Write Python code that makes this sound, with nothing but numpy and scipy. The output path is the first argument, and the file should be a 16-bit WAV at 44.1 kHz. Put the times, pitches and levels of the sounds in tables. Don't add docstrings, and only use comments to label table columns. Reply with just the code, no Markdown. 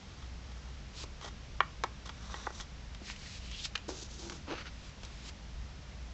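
import sys
import numpy as np
from scipy import signal
from scipy.fft import rfft, irfft
from scipy.io import wavfile

SR = 44100
rng = np.random.default_rng(int(sys.argv[2]) if len(sys.argv) > 2 else 0)


def put_to_file(sound):
    columns = np.atleast_2d(sound).T
    safe = np.clip(columns, -1, 1)
    whole_steps = np.round(safe * 32767)
    wavfile.write(sys.argv[1], SR, whole_steps.astype(np.int16))


N = 270333
TIME = np.arange(N) / SR
HZ = np.fft.rfftfreq(N, 1 / SR)

# (frequency [Hz], relative level [dB])
AIR_SPECTRUM = [(53, -34.5), (90, -3), (149, -1.5), (170, -6), (258, -15), (361, -20), (479, -19.5),
                (1070, -23.5), (1250, -24), (2150, -24.5), (5710, -28.5), (7420, -36), (8000, -42),
                (10400, -74), (17600, -120)]
RUMBLE_SPECTRUM = [(10, -23.5), (22, -12), (30, 7), (38, -1.5), (50, 4.5), (85, 0.5), (110, -10.5),
                   (170, -17.5), (260, -15.5), (500, -39.5)]
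# (frequency [Hz], bandwidth [Hz], level [dB])
HUM_BANDS = [(58.77, 7.3, -50), (107.8, 6, -66.5), (140.5, 2.9, -66), (195.8, 8.7, -63.5), (313, 34, -84)]
# (time [s], level [arbitrary units])
HUM_CONTOUR = [(0.0, -56.5), (0.22, -47.5), (0.82, -47.5), (0.97, -51.5), (3.02, -48), (3.12, -57.5),
               (3.53, -45), (3.58, -52), (4.23, -52), (4.25, -53), (5.33, -47), (5.36, -66.5), (5.41, -49),
               (5.63, -43.5), (5.68, -49.5), (6.13, -48)]
# (delay [s], level [dB])
ECHOES = [(.0062, -22), (.0084, -25.5), (0.0085, -30), (0.0207, -27), (.0245, -30), (0.028, -27)]
# (frequency [Hz], relative level [dB])
TAIL_SPECTRUM = [(200, -3.5), (1100, 4.5), (2200, 19), (3200, -3.5), (5000, -12.5), (8000, -17.5)]
# (frequency [Hz], reverberation time [s])
ROOM_T60 = [(150, 0.28), (1000, 0.31), (2200, 0.098), (3200, 0.75), (8000, 0.053)]

# (frequency [Hz], relative level [dB])
COVER_SPECTRUM = [(130, -24), (220, -5.5), (264, -6), (340, 5.5), (526, -9.5), (990, -9.5), (1050, -26),
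                  (1130, -11.5), (1550, -12.5), (1920, -23.5), (3550, -10), (5580, -9), (6290, -8),
                  (7420, -13.5), (8000, -20), (10400, -35), (17600, -120)]
PRINT_SPECTRUM = [(150, -11.5), (300, 0), (600, -11), (900, -2.5), (1500, -5), (2100, -4), (2700, 0),
                  (4000, 2), (4900, 2), (5600, -1), (7300, -3), (8200, -9)]
EDGE_SPECTRUM = [(290, -36), (500, -12), (542, -19), (725, -14), (1110, -30.5), (1810, -7), (4330, 5),
                 (7290, -2), (8000, -5.5), (10400, -29), (17600, -120)]
# (frequency [Hz], bandwidth [Hz], relative level [dB])
SLEEVE_MODES = [(290, 69, 6.5), (467, 190, 2), (850, 180, -4.5), (1250, 890, -3), (1440, 130, -4.5),
                (2220, 490, -11), (2730, 800, -6), (3290, 490, -25.5), (4390, 1100, -8), (6160, 910, -9)]
SLIP_MODES = [(506, 91, -2), (1100, 500, 0.5), (1580, 360, -6), (2700, 900, -29), (3680, 490, -3),
              (4500, 700, -20), (5830, 580, -8)]
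STRIP_MODES = [(200, 90, -27), (382, 88, -4), (553, 120, -10), (848, 94, -2.5), (1134, 260, -1.5),
               (1374, 110, -3), (1916, 66, -4), (2260, 360, -17), (2850, 510, -15), (3254, 170, -6.5),
               (3680, 690, -12), (4750, 570, -25.5), (5330, 680, -19), (6100, 720, -17), (7240, 1200, -33)]

# (start [s], rise [s], length [s], body level [dB], hiss level [dB])
COVER_BRUSHES = [(3.878, 0.012, 0.012, -42, -45), (3.895, 0.014, 0.053, -52, -55.5),
                 (3.93, 0.072, 0.11, -60.5, -49.5), (4.07, .06, .13, -65, -54.5),
                 (4.18, 0.035, 0.19, -52.5, -54)]
PRINT_SWISHES = [(.93, 0.074, 0.11, -53, -46), (4.7, .15, 0.2, -61.5, -60), (4.98, 0.071, 0.248, -63, -61),
                 (5.22, 0.047, 0.079, -55, -50.5)]
SLEEVE_DRAGS = [(4.468, 0.024, 0.064, -40.5, -46.5), (4.52, 0.086, .09, -52.5, -45),
                (4.645, 0.029, 0.027, -58, -46)]
STRIP_RUBS = [(0, .02, 0.26, -63, -65), (.44, 0.045, .26, -61.5, -66.5),
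              (1.21, 0.0028, 0.075, -50.5, -52.5), (2.053, .004, 0.042, -52.5, -53),
              (2.599, 0.0026, 0.02, -51, -44.5)]
STRIP_SLIPS = [(2.1, 0.26, 0.368, -52, -55.5), (2.47, 0.11, 0.13, -58.5, -53)]
# (start [s], rise [s], length [s], level [dB], ringing share [0-1])
EDGE_GLIDES = [(3.009, 0.066, 0.11, -47.5, 0.4), (3.074, 0.2, 0.31, -50.5, 0.22),
               (3.39, 0.033, 0.085, -55.5, 0.4), (3.425, 0.19, 0.21, -44.5, 0.7),
               (3.632, .023, 0.021, -36, 0.04)]
# (time [s], level [dB], low cutoff [Hz], high cutoff [Hz], contact time [s])
SLEEVE_TAPS_AND_ECHO = [(3.015, -46, 150, 452, .007), (3.1003, -40.5, 1500, 2800, 0.0017),
                        (3.1623, -48.5, 2000, 6500, 0.0045), (3.5135, -45, 2760, 6450, 0.0052),
                        (3.6555, -37.5, 2470, 5800, 0.0031), (3.7542, -35.5, 890, 4500, 0.0024),
                        (3.7567, -29.5, 1710, 4800, 0.0045), (3.777, -44.5, 1600, 6000, .004),
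                        (3.8915, -35, 260, 940, 0.0016), (4.2987, -40, 1206, 6960, .002),
                        (4.321, -43.5, 400, 7500, 0.0078), (4.532, -44, 330, 800, 0.0025),
                        (5.0335, -45, 500, 7500, 0.0051), (5.050, -46, 4550, 8000, 0.0044)]
# (time [s], level [dB], low cutoff [Hz], high cutoff [Hz], contact time [s])
STRIP_TICKS = [(1.039, -43.5, 200, 990, 0.0046), (1.2137, -50, 500, 6000, .002),
               (1.245, -44, 300, 880, 0.024), (1.2875, -53, 450, 6050, 0.0017),
               (2.056, -56, 2500, 7900, .004), (2.0932, -39.5, 600, 5000, .005),
               (2.2973, -47, 700, 2000, .005), (2.3425, -36, 300, 3200, 0.0033),
               (2.5053, -44, 344, 1800, 0.0036), (2.6006, -42.5, 785, 8150, 0.004),
               (2.9483, -47, 1800, 7000, 0.0037)]
# (time [s], crack level [dB], rebound level [dB], flutter level [dB],
# low cutoff [Hz], high cutoff [Hz], flutter high cutoff [Hz], crackle share [0-1])
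STRIP_SNAPS = [(1.6047, -23.5, -20, -31, 800, 2400, 2260, 0.09),
               (1.8375, -28, -37.5, -28, 210, 6900, 1056, 0.54),
               (2.4685, -33.5, -38, -34, 420, 1450, 960, 0.9)]


def amp(db):
    return 10 ** (np.asarray(db) / 20)


def unit(x):
    return x / np.sqrt(np.mean(x ** 2) + 1e-20)


def curve_at(points, hz):
    frequencies, values = np.transpose(points)
    return np.interp(np.log(hz + 1), np.log(frequencies + 1), values)


def add(mix, time_s, sound):
    part = mix[round(time_s * SR):][:len(sound)]
    part += sound[:len(part)]


def shaped(x, response):
    return irfft(rfft(x) * response, N)


def noise(response):
    return shaped(rng.standard_normal(N), response)


def band(hz, low_hz, high_hz):
    return (hz / low_hz) ** 2 / np.sqrt((1 + (hz / low_hz) ** 4) * (1 + (hz / high_hz) ** 6))


def ventilation(air_db, rumble_db, waver_db):
    air = noise(amp(curve_at(AIR_SPECTRUM, HZ)) * HZ ** 2 / (HZ ** 2 + 130 ** 2))
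    air *= amp(air_db) / np.std(shaped(air, HZ > 300))
    rumble = amp(rumble_db) * unit(noise(amp(curve_at(RUMBLE_SPECTRUM, HZ))))
    hums = [amp(db) * unit(noise(1 / (1 + (2 * (HZ - hz) / width) ** 2))) for hz, width, db in HUM_BANDS]
    contour = np.interp(TIME, *np.transpose(HUM_CONTOUR))
    waver = amp(waver_db * unit(contour - contour.mean()))
    carrier = np.cos(np.angle(signal.hilbert(hums[0])))
    deepest = np.std(hums[0]) * unit(carrier * waver)
    return air + rumble + deepest + sum(hums[1:])


def room(x, tail_db, build_s, count=900, spacing=22):
    reflections = np.zeros(count * spacing)
    signs = rng.choice([-1, 1], count)
    reflections[np.arange(count) * spacing + rng.integers(0, spacing, count)] = signs
    hz, t, spectra = signal.stft(reflections, SR, nperseg=256)
    decay = amp(curve_at(TAIL_SPECTRUM, hz)[:, None] - 60 * t / curve_at(ROOM_T60, hz)[:, None])
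    tail = signal.istft(spectra * decay * (1 - np.exp(-t / build_s)), SR)[1]
    response = amp(tail_db) * tail / np.linalg.norm(tail)
    for delay, db in ECHOES:
        add(response, delay, amp([db]))
    return x + signal.fftconvolve(x, response)[:N]


def modal_gain(modes, hz):
    return np.sqrt(sum(amp(2 * db) * (hz * width) ** 2 / ((mode_hz ** 2 - hz ** 2) ** 2 + (hz * width) ** 2)
                       for mode_hz, width, db in modes))


def stroke(start, rise, length, power, release_s):
    t = np.maximum(TIME - start, 0)
    return np.minimum(t / rise, 1) ** power * np.exp(-np.clip((t - length) / release_s, 0, 20))


def friction(catches_per_s, grit, judder_db):
    catches = (rng.random(N) < catches_per_s / SR) * rng.standard_normal(N)
    force = rng.standard_normal(N) + grit * unit(catches)
    judder = unit(noise(np.exp(-(HZ / 73) ** 2)))
    return unit(force * amp(judder_db * judder))


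def rub(strokes, surface, force, split_hz, power, release_s, lock=1):
    surface = surface ** lock
    low_pass = 1 / (1 + (HZ / split_hz) ** 8)
    body = unit(shaped(force, surface * low_pass))
    hiss = unit(shaped(force, surface * (1 - low_pass)))
    return sum((amp(body_db) * body + amp(hiss_db) * hiss) * stroke(start, rise, length, power, release_s)
               for start, rise, length, body_db, hiss_db in strokes)


def resonate(x, hz, width_hz):
    phasor = np.exp(2j * np.pi * np.cumsum(hz) / SR)
    pole = np.exp(-np.pi * width_hz / SR)
    return unit((phasor * signal.lfilter([1], np.poly([pole, pole]), x / phasor)).real)


def edge_glide(start_hz=2130, climb_from_s=3.284, climb_hz_per_s=4100, width_hz=1070):
    scrape = friction(catches_per_s=640, grit=0.31, judder_db=2.5)
    sweep = friction(catches_per_s=2300, grit=0.62, judder_db=0.5)
    hz = start_hz + climb_hz_per_s * np.clip(TIME - climb_from_s, 0, 0.5)
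    ring = unit(resonate(scrape, hz, width_hz) + amp(-8.5) * resonate(scrape, 1.25 * hz, width_hz))
    hiss = unit(shaped(sweep, amp(curve_at(EDGE_SPECTRUM, HZ)) * band(HZ, low_hz=900, high_hz=12000)))
    out = np.zeros(N)
    for start, rise, length, db, share in EDGE_GLIDES:
        envelope = amp(db) * stroke(start, rise, length, power=1.12, release_s=0.011)
        out += envelope * (np.sqrt(share) * ring + np.sqrt(1 - share) * hiss)
    return out


def minimum_phase(gain):
    log_gain = np.log(np.maximum(gain / gain.max(), 1e-4))
    mirrored = np.r_[log_gain, log_gain[-2:0:-1]]
    return np.exp(np.conj(signal.hilbert(mirrored)))[:len(gain)]


def impact(modes, low_hz, high_hz, crackle_share, decay_s, size=4096):
    t, hz = np.arange(size) / SR, np.fft.rfftfreq(size, 1 / SR)
    crackle = rng.standard_normal(size) * np.exp(-t / decay_s)
    force = np.sqrt(1 - crackle_share) + np.sqrt(crackle_share) * rfft(crackle / np.linalg.norm(crackle))
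    sound = irfft(force * minimum_phase(modal_gain(modes, hz) * band(hz, low_hz, high_hz)))
    return sound / np.linalg.norm(sound) * np.sqrt(0.005 * SR)


def taps(contacts, modes, clean_contact_s=0.0039):
    out = np.zeros(N)
    for time_s, db, low_hz, high_hz, contact_s in contacts:
        crackle_share = 1 - np.exp(-(contact_s / clean_contact_s) ** 2)
        add(out, time_s, amp(db) * impact(modes, low_hz, high_hz, crackle_share, contact_s))
    return out


def strip_snaps(crack_decay_s=0.0033, rebound_delay_s=0.00175, flutter_delay_s=0.00438):
    out = np.zeros(N)
    for time_s, crack_db, rebound_db, flutter_db, low_hz, high_hz, flutter_hz, share in STRIP_SNAPS:
        for delay, db in (0, crack_db), (rebound_delay_s, rebound_db):
            add(out, time_s + delay, amp(db) * impact(STRIP_MODES, low_hz, high_hz, share, crack_decay_s))
        flutter = impact(STRIP_MODES, low_hz=600, high_hz=flutter_hz, crackle_share=0.42, decay_s=0.0051)
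        add(out, time_s + flutter_delay_s, amp(flutter_db) * flutter)
    return out


def scene():
    hands = strip_snaps() + taps(STRIP_TICKS, STRIP_MODES) + taps(SLEEVE_TAPS_AND_ECHO, SLEEVE_MODES)
    hands += rub(STRIP_RUBS, modal_gain(STRIP_MODES, HZ),
                 friction(catches_per_s=1700, grit=0.56, judder_db=4.0),
                 split_hz=3300, power=0.77, release_s=0.0092, lock=1.12)
    hands += rub(STRIP_SLIPS, modal_gain(SLIP_MODES, HZ),
                 friction(catches_per_s=1500, grit=0.97, judder_db=1.5),
                 split_hz=4440, power=0.96, release_s=0.014, lock=1.06)
    hands += rub(PRINT_SWISHES, amp(curve_at(PRINT_SPECTRUM, HZ)),
                 friction(catches_per_s=3400, grit=0.88, judder_db=1.0),
                 split_hz=3200, power=0.92, release_s=0.006)
    hands += rub(COVER_BRUSHES, amp(curve_at(COVER_SPECTRUM, HZ)),
                 friction(catches_per_s=650, grit=0.56, judder_db=1.8),
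                 split_hz=2400, power=1.0, release_s=0.023)
    hands += rub(SLEEVE_DRAGS, modal_gain(SLEEVE_MODES, HZ) * band(HZ, low_hz=200, high_hz=5600),
                 friction(catches_per_s=680, grit=0.57, judder_db=1.5),
                 split_hz=1170, power=0.82, release_s=0.016, lock=1.43)
    hands += edge_glide()
    in_room = room(hands, tail_db=-25, build_s=0.01)
    return (in_room + ventilation(air_db=-56.5, rumble_db=-51, waver_db=4))[None]


def record(dry):
    low_pass = signal.firwin(121, 7950, window=("kaiser", 7), fs=SR)
    return signal.oaconvolve(dry, low_pass[None], "same")


dry = scene()
out = record(dry)
put_to_file(out)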